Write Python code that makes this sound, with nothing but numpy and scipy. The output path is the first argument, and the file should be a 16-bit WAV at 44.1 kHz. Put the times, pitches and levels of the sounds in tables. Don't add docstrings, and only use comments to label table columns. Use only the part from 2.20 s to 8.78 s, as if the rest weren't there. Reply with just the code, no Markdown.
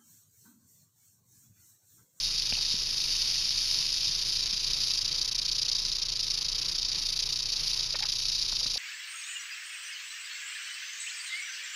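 import sys
import numpy as np
from scipy import signal
from scipy.fft import rfft, irfft, next_fast_len
from scipy.io import wavfile
from scipy.ndimage import uniform_filter1d, map_coordinates

SR = 44100
rng = np.random.default_rng(int(sys.argv[2]) if len(sys.argv) > 2 else 0)


def put_to_file(sound):
    columns = np.atleast_2d(sound).T
    safe = np.clip(columns, -1, 1)
    whole_steps = np.round(safe * 32767)
    wavfile.write(sys.argv[1], SR, whole_steps.astype(np.int16))


N = 290178


def amp(db):
    return 10 ** (np.asarray(db) / 20)


def unit(x):
    return x / np.sqrt(np.mean(x ** 2) + 1e-20)


def curves(rows):
    time_s, *columns = np.transpose(rows)
    return [np.interp(np.arange(N) / SR, time_s, column) for column in columns]


def wobble(rate):
    coarse = np.arange(0, N + 32, 32)
    knots = rng.standard_normal(int(N * rate / SR) + 4)
    return np.interp(np.arange(N), coarse, map_coordinates(knots, [coarse * rate / SR]))


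def filtered(x, response):
    m = next_fast_len(N + 8192)
    return irfft(rfft(x, m) * response(np.fft.rfftfreq(m, 1 / SR)), m)[..., :N]


def coloured(x, points):
    f, db = np.transpose(points)
    return unit(filtered(x, lambda hz: amp(np.interp(np.log(hz + 1), np.log(f), db))))


def steady(db):
    return amp(db) / np.sqrt(np.abs(uniform_filter1d(amp(2 * db), SR // 8)))


def clashes(per_s, scatter, spread_db, length):
    order = np.arange(int(per_s * N / SR))
    shift, size = rng.uniform(-0.84, 1, (2, len(order)))
    at = np.clip((order + scatter * shift) * SR / per_s, 0, N - 1).astype(int)
    t = np.arange(-SR // 100, SR // 100) / SR
    swell = np.exp(-(2 * t / length) ** 2)
    energy = np.bincount(at, amp(2 * spread_db * size), N)
    return unit(np.sqrt(np.abs(signal.fftconvolve(energy, swell, "same"))))


# pitch_hz, half_width_hz (to 1/e), depth_share (0-1)
TILT_DIPS = [(4040, 92, 0.69), (4200, 61, 0.36)]
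TILT_S, TILT_SCALE_S = 2.05, .15


def microphone_tilt(walls):
    before, after = [filtered(walls, lambda hz: 1 - depth * np.exp(-((hz - mid_hz) / width_hz) ** 2))
                     for mid_hz, width_hz, depth in TILT_DIPS]
    tilted = .5 + .5 * np.tanh((np.arange(N) / SR - TILT_S) / TILT_SCALE_S)
    return before + tilted * (after - before)


# time_s, level_db (segment walls), gap_depth_db (quiet between bursts)
SHAKE = [(0, -29.5, 1.5), (.25, -30.5, 6.5), (.52, -29, 2.5), (.67, -31.5, 5), (1.0, -29, 2.5),
         (1.25, -28.5, 2.5), (1.7, -28.5, 2.5), (2.0, -29.5, 5), (2.35, -30, 6.5), (2.66, -30, 5.5),
         (2.8, -30, 13), (2.97, -31, 8.5), (3.14, -30.5, 18), (3.36, -31, 10), (3.52, -29.5, 14.5),
         (3.63, -31, 7.5), (3.88, -31, 14.5), (4.1, -31, 8), (4.4, -31, 13.5), (4.7, -31.5, 9),
         (4.92, -31, 12), (5.64, -31, 6.5), (5.83, -32, 12), (6.0, -31, 8.5), (6.45, -30, 7.5),
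         (6.58, -31, 10.5)]
# time_s, swings
SWINGS = [(0.0, -0.08), (0.36, 9.57), (0.44, 11.42), (0.6, 16.25), (0.96, 25.95), (1.04, 28.66),
          (1.6, 45.51), (1.84, 51.67), (2.16, 60.89), (2.59, 73.34), (2.67, 75.84), (2.83, 80.24),
          (3.07, 87.5), (3.23, 92.18), (3.91, 112.49), (4.27, 122.36), (4.79, 137.98), (4.95, 142.47),
          (5.31, 153.4), (5.43, 156.72), (6.27, 182.43), (6.58, 190.95)]
# pitch_hz, level_db (relative); above 7 kHz it falls away steeply
WALL_MODES = [(1800, -34), (2900, -28), (3200, -15), (3470, -14), (3700, -5.5), (4050, -4), (4180, -5),
              (4600, -0.5), (5200, -1), (5700, -6), (6100, -9), (7200, -22.5), (7900, -65), (9000, -70)]
# pitch_hz, level_db (relative)
HOLLOW_MODES = [(710, -32), (1200, -23), (1900, -14), (2150, -12.5), (2450, -3.5), (2850, -3.5),
                (3170, -2.5), (3500, -6.5), (4700, -5.5), (7900, -120)]
# pitch_hz, level_db (relative); the treble has a narrow dip near 13.4 kHz
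UPPER_MODES = [(7600, -45), (8050, -30), (8350, -9), (9000, -6), (10000, 0), (10900, -5), (12300, -8),
               (12750, -16), (13400, -27), (14200, -16), (14950, -14), (15400, -34)]
GAP_WANDER = .1
BODY_DB, BODY_THINS = -11.5, .35


def rattle():
    (level_db, open_db), (swing,) = curves(SHAKE), curves(SWINGS)
    level_db = level_db + 0.61 * wobble(7)
    gap_db = open_db * np.clip(1 + GAP_WANDER * wobble(7), 0, 2)
    swing = swing - .01 + 0.026 * wobble(25)

    quiet = .5 - .5 * np.tanh(5.2 * (np.cos(2 * np.pi * swing) + 0.31))
    lull = .5 + .5 * np.cos(2 * np.pi * (swing - .06))
    burst_db = -gap_db * quiet - 1.5 * lull ** 12 + 0.84 * wobble(40)

    contact = clashes(480, scatter=0.52, spread_db=6.0, length=0.0014)
    noise = rng.standard_normal((3, N))
    walls = coloured(noise[0] * (contact + 1.08) * steady(burst_db), WALL_MODES)
    walls = microphone_tilt(walls)
    hollow = coloured(noise[1] * (contact + 0.94) * steady(0.91 * burst_db), HOLLOW_MODES)
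    upper = coloured(noise[2] * (contact + 2.7) * steady(0.71 * burst_db), UPPER_MODES)

    flicker_db = 1.3 * wobble(6.2)
    open_db = uniform_filter1d(open_db, SR)
    body_db = BODY_DB - BODY_THINS * open_db + 0.5 * wobble(6)
    upper_db = -21.5 - 0.24 * open_db + flicker_db
    return amp(level_db) * (walls + amp(body_db) * hollow + amp(upper_db) * upper)


# middle_s, level_db (rms, at full swell), centre_hz, spread_octaves, length_s
GRAVEL = [(0.3254, -36, 600, 3, .005), (.3262, -27, 2700, 0.49, .003), (0.354, -30, 2900, 0.28, .004),
          (0.377, -47, 620, 0.68, 0.0066), (0.391, -41.5, 900, 2.4, .0025), (.41, -51, 880, .6, .004),
          (1.892, -51.5, 100, 1.2, 0.088), (5.744, -43, 573, 0.42, 0.011), (5.751, -39.5, 2000, 1.1, 0.025),
          (5.755, -38, 900, 1.9, 0.0079), (5.796, -45, 1500, .9, .008), (5.83, -35.5, 2540, 1.4, 0.016),
          (5.829, -47.5, 840, 0.45, 0.044), (5.852, -47, 1100, 1.6, .035), (6.326, -37.5, 1000, 1.4, .0025),
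          (6.415, -47, 750, 1.1, .004), (6.431, -50, 600, .7, .007), (6.461, -39.5, 1100, 2.6, 0.0043),
          (6.562, -46, 600, 1.1, .011)]
# start_s, level_db (at the start of the decay), pitch_hz, t60_s
THUDS = [(.326, -35.5, 260, 0.038), (.331, -32.5, 80, 0.055), (.542, -30, 192, 0.021),
         (2.332, -37, 198, .034), (6.33, -41, 230, 0.025), (6.459, -39, 220, .03), (6.466, -36, 120, .035)]
CLICK = 19


def underfoot():
    out, t = np.zeros(N + SR), np.arange(SR // 5) / SR
    f = np.fft.rfftfreq(len(t), 1 / SR) + 1
    for s, db, hz, octaves, length in GRAVEL:
        band = np.exp(-(2 * np.log2(f / hz) / octaves) ** 2 / 2)
        grains = amp(5.5 * np.repeat(rng.standard_normal(len(t) // 60), 60))
        click = CLICK * (t == t[len(t) // 2])
        grit = irfft(rfft(rng.standard_normal(len(t)) * grains + click) * band, len(t))
        swell = np.exp(-(2 * (t - t.mean()) / length) ** 2)
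        scuff = amp(db) * unit(grit * swell) * np.sqrt(np.mean(swell ** 2))
        out[round((s - t.mean()) * SR):][:len(t)] += scuff
    for s, db, hz, t60 in THUDS:
        out[round(s * SR):][:len(t)] += amp(db - 60 * t / t60) * np.sin(2 * np.pi * hz * t)
    return out[:N]


IDLE_HZ = 26.17
# engine_order, level_db (rms)
IDLE = [(1, -48), (2, -71), (3, -63), (4, -65), (5, -62), (6, -69.5), (12, -74), (13, -71.5)]
# pitch_hz, level_db (rms)
WHINE = [(424, -90), (483, -73), (1017, -69.5), (1271, -70.5)]


def engine():
    turn = 2 * np.pi * np.cumsum(IDLE_HZ + 0.077 * wobble(2.5)) / SR
    hum = sum(amp(db + 0.67 * wobble(3.1)) * np.sin(order * turn + 2 * np.pi * rng.random())
              for order, db in IDLE)
    tones = sum(amp(db + 0.51 * wobble(4.2)) * np.sin(2 * np.pi * np.cumsum(hz + 1.544 * wobble(6)) / SR)
                for hz, db in WHINE)
    return np.sqrt(2) * (hum + tones)


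# pitch_hz, level_db (relative)
NIGHT = [(18, -9.5), (30, 1), (50, -5), (76, -23), (132, -8), (238, -19.5), (482, -20), (672, -25.5),
         (1030, -20), (1630, -22.5), (2500, -16.5), (3250, -14.5), (5500, -120)]


def night():
    level_db = -50 + 0.45 * wobble(3.22) + 1.5 * wobble(12)
    return amp(level_db) * coloured(rng.standard_normal(N), NIGHT)


def scene():
    return (rattle() + underfoot() + engine() + night())[None]


TOP_HZ = 15400


def record(dry):
    return filtered(dry, lambda hz: hz < TOP_HZ)


dry = scene()
out = record(dry)
put_to_file(out)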